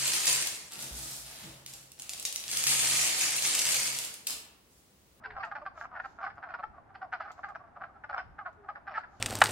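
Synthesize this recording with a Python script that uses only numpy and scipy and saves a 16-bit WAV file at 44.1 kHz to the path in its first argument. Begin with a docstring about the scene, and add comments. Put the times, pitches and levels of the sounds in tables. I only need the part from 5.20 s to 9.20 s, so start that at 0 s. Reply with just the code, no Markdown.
"""Frogs quack from a small pond behind bare bushes, over a calm day's hush and a faint, far hoot.
Each croak is a short burst of pulses that rings a throat whose resonances sink as it empties.
The bushes scatter the calls and the wood echoes faintly. Wind rumbles lightly, twigs tick and
dry leaves rustle close by, and near the end the hoot comes again."""
import sys
import numpy as np
from scipy import signal
from scipy.fft import rfft, irfft
from scipy.io import wavfile

SR = 44100
rng = np.random.default_rng(int(sys.argv[2]) if len(sys.argv) > 2 else 0)


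def unload_wav(signal):
    """Save mono or channel-first audio to the path in sys.argv[1] as 16-bit WAV at rate SR, clipped to [-1, 1]."""
    wavfile.write(
        sys.argv[1],
        SR,
        np.round(np.clip(np.atleast_2d(signal).T, -1, 1) * 32767).astype(np.int16),
    )


N = 176400  # 4 seconds


def amp(db):
    """Turns decibels into a number to multiply by."""
    return 10 ** (np.asarray(db) / 20)


def evened(x):
    """Scales a sound to an average (rms) level of 1."""
    return x / np.sqrt(np.mean(x ** 2) + 1e-20)


def read(points, hz):
    """Looks up a table between its rows, on a log frequency scale."""
    f, value = np.transpose(points)
    return np.interp(np.log(hz + 1), np.log(f + 1), value)


def add(mix, start_s, sound):
    """Mixes a sound in at its start time."""
    part = mix[:, max(round(start_s * SR), 0):][:, :sound.shape[-1]]
    part += sound[..., :part.shape[1]]


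def coloured(x, tone):
    """Turns each frequency up or down as a tone table says."""
    return irfft(rfft(x) * amp(read(tone, np.fft.rfftfreq(N, 1 / SR))), N)


def swells(rows):
    """Makes one smooth hump of loudness for each row."""
    t = np.arange(N) / SR
    return sum(amp(db) * np.exp(-((t - peak) / half) ** 2 / 2) for peak, half, db in rows)


# How alike the air sounds in both ears: (frequency [Hz], likeness [0 to 1])
AIR_LIKENESS = [(40, .95), (250, 0.44), (5000, .1)]
# Tone of the hush: (frequency [Hz], gain [dB])
HUSH_TONE = [(25, -13.5), (52, -2), (80, -0.5), (150, -6.5), (300, -7.5), (500, -12.5), (800, -2.5),
             (1050, -10), (1500, -10.5), (3200, -36), (7000, -44), (12000, -48.5), (13500, -62)]
# Puffs of wind on the microphone: (peak time [s], half length [s], level [dB])
WIND_PUFFS = [(.16, 0.044, -56), (1.14, 0.021, -65), (1.5, 0.018, -56.5), (3.09, 0.035, -53)]
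# Deep tone of the puffs: (frequency [Hz], gain [dB])
WIND_TONE = [(20, -16), (55, -5), (130, -10), (1000, -71.5)]


def air(hush_db=-59.5):
    """Outdoor air makes a steady hush, with a few low puffs of wind."""
    left, other = rfft(rng.standard_normal((2, N)))
    likeness = read(AIR_LIKENESS, np.fft.rfftfreq(N, 1 / SR))
    right = likeness * left + np.sqrt(1 - likeness ** 2) * other
    noise = irfft(np.array([left, right]), N)
    hush = amp(hush_db) * evened(coloured(noise, HUSH_TONE))
    wind = swells(WIND_PUFFS) * evened(coloured(noise[::, ::-1], WIND_TONE))  # same noise, backwards
    return hush + wind


# Far hoots: (start [s], length [s], starting pitch [Hz], level [dB])
FAR_HOOTS = [(0.028, 0.14, 454, -59), (3.36, 0.12, 432, -55.5)]


def hoots(pitch_drop=.11):
    """Something far off hoots: a pure tone swells and fades as its pitch falls."""
    out = np.zeros((2, N))
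    for start, length, hz, db in FAR_HOOTS:
        age = np.arange(0, length, 1 / SR) / length
        cycles = np.cumsum(hz * (1 - pitch_drop * age)) / SR
        add(out, start, amp(db) * np.sin(np.pi * age) * np.sin(2 * np.pi * cycles))
    return out


def throat_ring(hz, width_hz):
    """One pulse rings a resonance, a note the throat favours. A wider one dies away sooner."""
    t = np.arange(320) / SR
    swell = np.pi * width_hz * t
    return swell * np.exp(1 - swell) * np.sin(2 * np.pi * hz * t)


# High throat resonances that add rasp: (frequency [Hz], width [Hz], gain on top of the rasp [dB])
RASP_RINGS = [(2030, 222, 11), (2587, 400, 4), (3337, 350, -7), (4796, 350, 0)]
SLOW_START, SPEED_UP_S, SAG_PER_S = .3, .006, 5.0  # the pulses start slow, speed up, then slow again
RISE_DB, RISE_SHAPE, FALL_DB, FALL_SHAPE = 12, 1.16, 20, 1.334
THROAT_START, THROAT_SINK = 1.099, 0.25  # as shares of the throat note
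LOW_RATIO, LOW_CAP_DB, LOW_GROWTH_DB = 0.6194, -3, 8.0  # the low ring stays under the main one
JITTER_S, SHIMMER_DB, TRIM_DB = .00004, 3.98, -0.64  # uneven timing, uneven strength, overall trim


def croak(rise, fall, level_db, rate, throat_hz, low_db, rasp_db):
    """A burst of pulses rings the throat, whose resonances sink as it empties."""
    t = np.arange(0, rise + fall * 1.3, 1 / SR)
    pulse_rate = rate * (1 - SLOW_START * np.exp(-t / SPEED_UP_S)) * np.exp(-SAG_PER_S * t)
    pulse_count = np.floor(np.cumsum(pulse_rate) / SR)
    pulse_s = t[np.diff(pulse_count, prepend=-1) > 0][:64, None]  # one row for each pulse
    chance = rng.standard_normal((64, 8))[:len(pulse_s), :, None]
    fade_in_db = RISE_DB * np.maximum(1 - pulse_s / rise, 0) ** RISE_SHAPE
    fade_out_db = FALL_DB * (np.maximum(pulse_s - rise, 0) / fall) ** FALL_SHAPE
    strength = amp(level_db + TRIM_DB - fade_in_db - fade_out_db + SHIMMER_DB * chance[:, 0])
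    age = pulse_s / (rise + fall)
    main_hz = throat_hz * (THROAT_START - THROAT_SINK * age)
    low_gain = amp(min(low_db, LOW_CAP_DB) + LOW_GROWTH_DB * (age - 1.5))
    rings = throat_ring(main_hz, width_hz=454)
    rings += low_gain * throat_ring(main_hz * LOW_RATIO, width_hz=185)
    for k, (hz, width, db) in enumerate(RASP_RINGS):
        wander = 1 + 0.12 * chance[:, k + 2] - 0.055 * (age - .5)
        rings += amp(rasp_db + db) * throat_ring(hz * wander, width)
    starts = np.maximum(np.round((pulse_s + JITTER_S * chance[:, 1]) * SR), 0).astype(int)
    samples = starts + np.arange(rings.shape[1])
    return np.bincount(samples.ravel(), (strength * rings).ravel())  # adds up overlapping rings


# Near croaks, as base values that croak() then bends: (start [s], rise [s], fall [s], level [dB],
# pulse rate [per s], throat note [Hz], low ring [dB], rasp [dB])
NEAR_CROAKS = [(0.0374, 0.023, 0.011, -31.5, 590, 1580, -7, -26.5),
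               (0.0961, 0.011, 0.046, -40.5, 270, 1660, -5, -23.5),
               (0.1544, 0.018, 0.021, -34, 303, 1350, -7, -30),
               (0.1921, 0.013, 0.05, -36, 445, 1210, -4.5, -25.5),
               (0.2266, 0.0096, 0.028, -29.5, 510, 1550, -7, -27.5),
               (0.2619, 0.0035, 0.034, -38.5, 198, 1233, -3, -44),
               (0.3096, 0.015, 0.012, -34.5, 460, 1434, -8.5, -35.5),
               (0.3491, 0.0039, 0.044, -33, 330, 1437, -1, -28),
               (0.4137, 0.0082, 0.018, -40, 341, 1146, -4, -32.5),
               (0.4527, 0.019, 0.015, -30.5, 440, 1370, -12, -31.5),
               (0.5582, 0.019, 0.048, -44.5, 370, 1320, -1.5, -30.5),
               (0.6073, 0.0026, 0.027, -31, 260, 1445, -9.5, -42),
               (0.6381, 0.013, 0.012, -32.5, 290, 1327, -14, -31.5),
               (0.7125, 0.031, 0.05, -38.5, 280, 1162, -11.5, -39),
               (0.747, 0.02, 0.04, -35, 410, 1515, -4.5, -36),
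               (0.7915, 0.01, 0.012, -32, 406, 1580, -9, -38),
               (0.8367, 0.016, 0.014, -33, 298, 1450, -10.5, -28),
               (0.9826, 0.0025, 0.048, -36.5, 260, 1253, -10, -38.5),
               (1.0126, 0.02, 0.041, -32, 445, 1294, -12.5, -32),
               (1.0446, 0.0027, 0.029, -35, 433, 1435, -11.5, -23.5),
               (1.0622, 0.0042, 0.024, -32, 464, 1410, -9, -35.5),
               (1.098, 0.0064, 0.021, -41, 330, 1630, 6, -24.5),
               (1.1662, 0.0099, 0.03, -40, 160, 1314, 1, -32.5),
               (1.224, 0.0088, 0.064, -34, 287, 1413, -3, -36.5),
               (1.2843, 0.011, 0.055, -40, 414, 1390, -4.5, -28),
               (1.3363, 0.0052, 0.02, -28, 540, 1370, -12.5, -33),
               (1.3831, 0.014, 0.018, -29.5, 211, 1267, -4.5, -30.5),
               (1.4277, 0.012, 0.013, -28.5, 500, 1394, -4.5, -36),
               (1.5772, 0.0051, 0.012, -42.5, 428, 1192, -1, -51),
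               (1.7436, 0.0074, 0.027, -42.5, 439, 1430, -4, -21.5),
               (1.813, 0.0016, 0.045, -36, 432, 1300, 1, -33.5),
               (1.9193, 0.012, 0.034, -27.5, 280, 1445, -7, -28),
               (2.0003, 0.0034, 0.01, -27.5, 374, 1350, -8.5, -32),
               (1.9978, 0.016, 0.042, -37.5, 476, 1540, -8, -25.5),
               (2.0484, 0.0028, 0.037, -37.5, 465, 1320, -7, -32.5),
               (2.0748, 0.0079, 0.011, -32, 250, 1460, -13, -37.5),
               (2.0872, 0.017, 0.014, -38, 491, 1330, -8, -25),
               (2.1811, 0.015, 0.005, -37, 217, 1250, -6, -32),
               (2.2315, 0.0091, 0.034, -31.5, 462, 1424, -8, -31),
               (2.2808, 0.0095, 0.032, -36, 466, 1356, -5, -36.5),
               (2.3473, 0.0076, 0.014, -31.0, 375, 1455, -7, -29),
               (2.3935, 0.0094, 0.016, -45, 431, 1260, -4, -39.5),
               (2.5603, 0.003, 0.023, -37.5, 270, 1260, -5, -39.5),
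               (2.607, 0.008, 0.036, -35, 430, 1333, -9, -41.5),
               (2.6345, 0.0036, 0.021, -33.5, 303, 1430, -16.5, -33),
               (2.8376, 0.0022, 0.017, -28.5, 335, 1500, -9, -32),
               (2.8931, 0.003, 0.03, -32, 327, 1320, 6, -29),
               (2.9258, 0.002, 0.039, -27.5, 299, 1414, -12, -34),
               (2.9596, 0.011, 0.025, -33, 260, 1200, -12, -35),
               (2.9712, 0.0076, 0.03, -35, 277, 1315, -4, -19),
               (2.9833, 0.018, 0.014, -29.5, 428, 1500, -9, -33),
               (3.1825, 0.012, 0.033, -33, 472, 1367, -9, -43.5),
               (3.2503, 0.016, 0.026, -31, 407, 1357, -13.5, -37),
               (3.4838, 0.0056, 0.031, -33, 473, 1276, -4.5, -34),
               (3.5539, 0.0031, 0.028, -32.5, 320, 1470, -9, -37),
               (3.6694, 0.009, 0.033, -33.4, 442, 1417, -7, -32.5),
               (3.6831, 0.021, 0.067, -39.2, 190, 1230, -1.5, -24.5),
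               (3.7408, 0.018, 0.036, -27.5, 498, 1590, -16.5, -30),
               (3.7688, 0.011, 0.012, -27, 500, 1287, -9, -30),
               (3.7978, 0.004, 0.034, -42.5, 330, 1460, -12.5, -31),
               (3.8322, 0.012, 0.012, -33.5, 384, 1607, -6, -40)]
# Tone shared by all the frogs: (frequency [Hz], gain [dB])
FROG_TONE = [(100, -10), (450, -8), (620, 11), (820, 8), (1080, 2), (1500, 0.5), (3000, 0), (5200, 0),
             (6500, -12.5), (9000, -25)]
FAR_CROAKS, FAR_DB, FAR_SPREAD_DB = 40, -52.5, 1  # frogs at the far bank
PAN_SPREAD_DB, LEAN_RIGHT_DB, DELAY_SPREAD_S = 0.5, .4, .00006


def frogs():
    """Near frogs call over a fainter random chorus, each croak from its own spot on the pond."""
    out = np.zeros((2, N))
    chorus = []
    for start in rng.uniform(0, N / SR, FAR_CROAKS):
        db = FAR_DB - FAR_SPREAD_DB * rng.standard_normal()
        rate, throat_hz = rng.uniform(250, 470), rng.uniform(1150, 1363)
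        chorus.append((start, .014, .025, db, rate, throat_hz, 0, -36))
    for start, *shape in list(NEAR_CROAKS) + chorus:
        sound, spot = croak(*shape), rng.standard_normal()
        for ear, side in enumerate((-.5, .5)):  # left, then right
            gain = amp(side * (spot * PAN_SPREAD_DB + LEAN_RIGHT_DB))
            add(out[ear:ear + 1], start + side * spot * DELAY_SPREAD_S, gain * sound)
    return coloured(out, FROG_TONE)


def echoes(x, fade_times):
    """Sound bounces off stems and trunks, reaching each ear by different paths."""
    bounces = rng.standard_normal((2, SR)) * (rng.random((2, SR)) < .1)
    bounces[:, :60] = 0  # a tiny wait before the first bounce
    hz, t, bands = signal.stft(bounces, SR, nperseg=128)
    fade = amp(-60 * t / read(fade_times, hz)[:, None])
    tail = signal.istft(bands * fade, SR, nperseg=128)[1]
    voice_band = abs(rfft(tail, SR)[:, 600:2000])  # 600 to 2000 Hz, where the frogs are loudest
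    tail /= np.sqrt((voice_band ** 2).mean(1, keepdims=True))
    return signal.fftconvolve(x, tail, axes=1)[:, :N]


# Quick echoes in the bushes: (frequency [Hz], time to fade by 60 dB [s])
BUSH_FADE = [(1500, 0.084), (5000, 0.2)]
# Longer echoes in the wood: (frequency [Hz], time to fade by 60 dB [s])
WOOD_FADE = [(1000, 0.39), (6000, 0.59)]


def bushes_and_wood(calls, bush_db=-9, wood_db=-14):
    """The bushes scatter the calls along shifting paths, and the wood adds a faint tail."""
    t = np.arange(N) / SR
    paths = [np.sqrt(2 / 3) * np.cos(2 * np.pi * (t + k / 3)) for k in range(3)]  # they take turns
    bushes = sum(share * echoes(calls, BUSH_FADE) for share in paths)
    return amp(bush_db) * bushes + amp(wood_db) * echoes(calls, WOOD_FADE)


# Ticking twigs: (time [s], base level [dB])
TWIG_TICKS = [(0.2498, -61), (0.856, -68.5), (1.1553, -78), (2.1176, -58.5), (2.2877, -67), (3.329, -77.5),
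              (3.783, -66.5)]
# Bright tone of a tick: (frequency [Hz], gain [dB])
TWIG_TONE = [(500, -24), (3500, -2.5), (7500, -0.5), (9500, -21.5), (15000, -13.5)]


def twigs(tick_fade_s=0.019, tail_fade_s=.16, tail_db=-4):
    """Each twig gives a sharp tick of noise with a short scattered tail."""
    out, t = np.zeros((2, N)), np.arange(SR // 5) / SR
    fade = amp(-60 * t / tick_fade_s) + amp(tail_db - 60 * t / tail_fade_s)
    for start, db in TWIG_TICKS:
        add(out, start, 2 * amp(db) * fade * rng.standard_normal((2, len(t))))
    return coloured(out, TWIG_TONE)


# Rustling leaves: (peak time [s], half length [s], level [dB])
LEAF_RUSTLES = [(.61, 0.031, -64.5), (.9, 0.063, -74), (1.06, 0.031, -81), (2.19, 0.072, -77),
                (4.0, 0.062, -73)]
# Crisp tone of the leaves: (frequency [Hz], gain [dB])
LEAF_TONE = [(300, -32), (2000, 2), (4200, 2), (7000, 3.5), (9000, -23), (11500, -9), (14000, -37.5)]


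def leaves(size_spread_db=2.5):
    """Dry leaves make many tiny crackles that blur into a rustle."""
    crackles = rng.standard_normal((2, N))
    crackles *= amp(size_spread_db * np.minimum(rng.exponential(1, N), 5))  # a few stand out
    crackles *= rng.random(N) < .15  # gaps between them
    return swells(LEAF_RUSTLES) * evened(coloured(crackles, LEAF_TONE))


def scene():
    """Mixes the calls and their echoes with the air, leaves and twigs."""
    calls = hoots() + frogs()
    return calls + bushes_and_wood(calls) + air() + leaves() + twigs()


def record(dry, cutoff_hz=15500):
    """Cuts away the very highest treble."""
    low_pass = signal.firwin(511, cutoff_hz, window=("kaiser", 9), fs=SR)
    return signal.oaconvolve(dry, low_pass[None], "same")


dry = scene()
out = record(dry)
unload_wav(out)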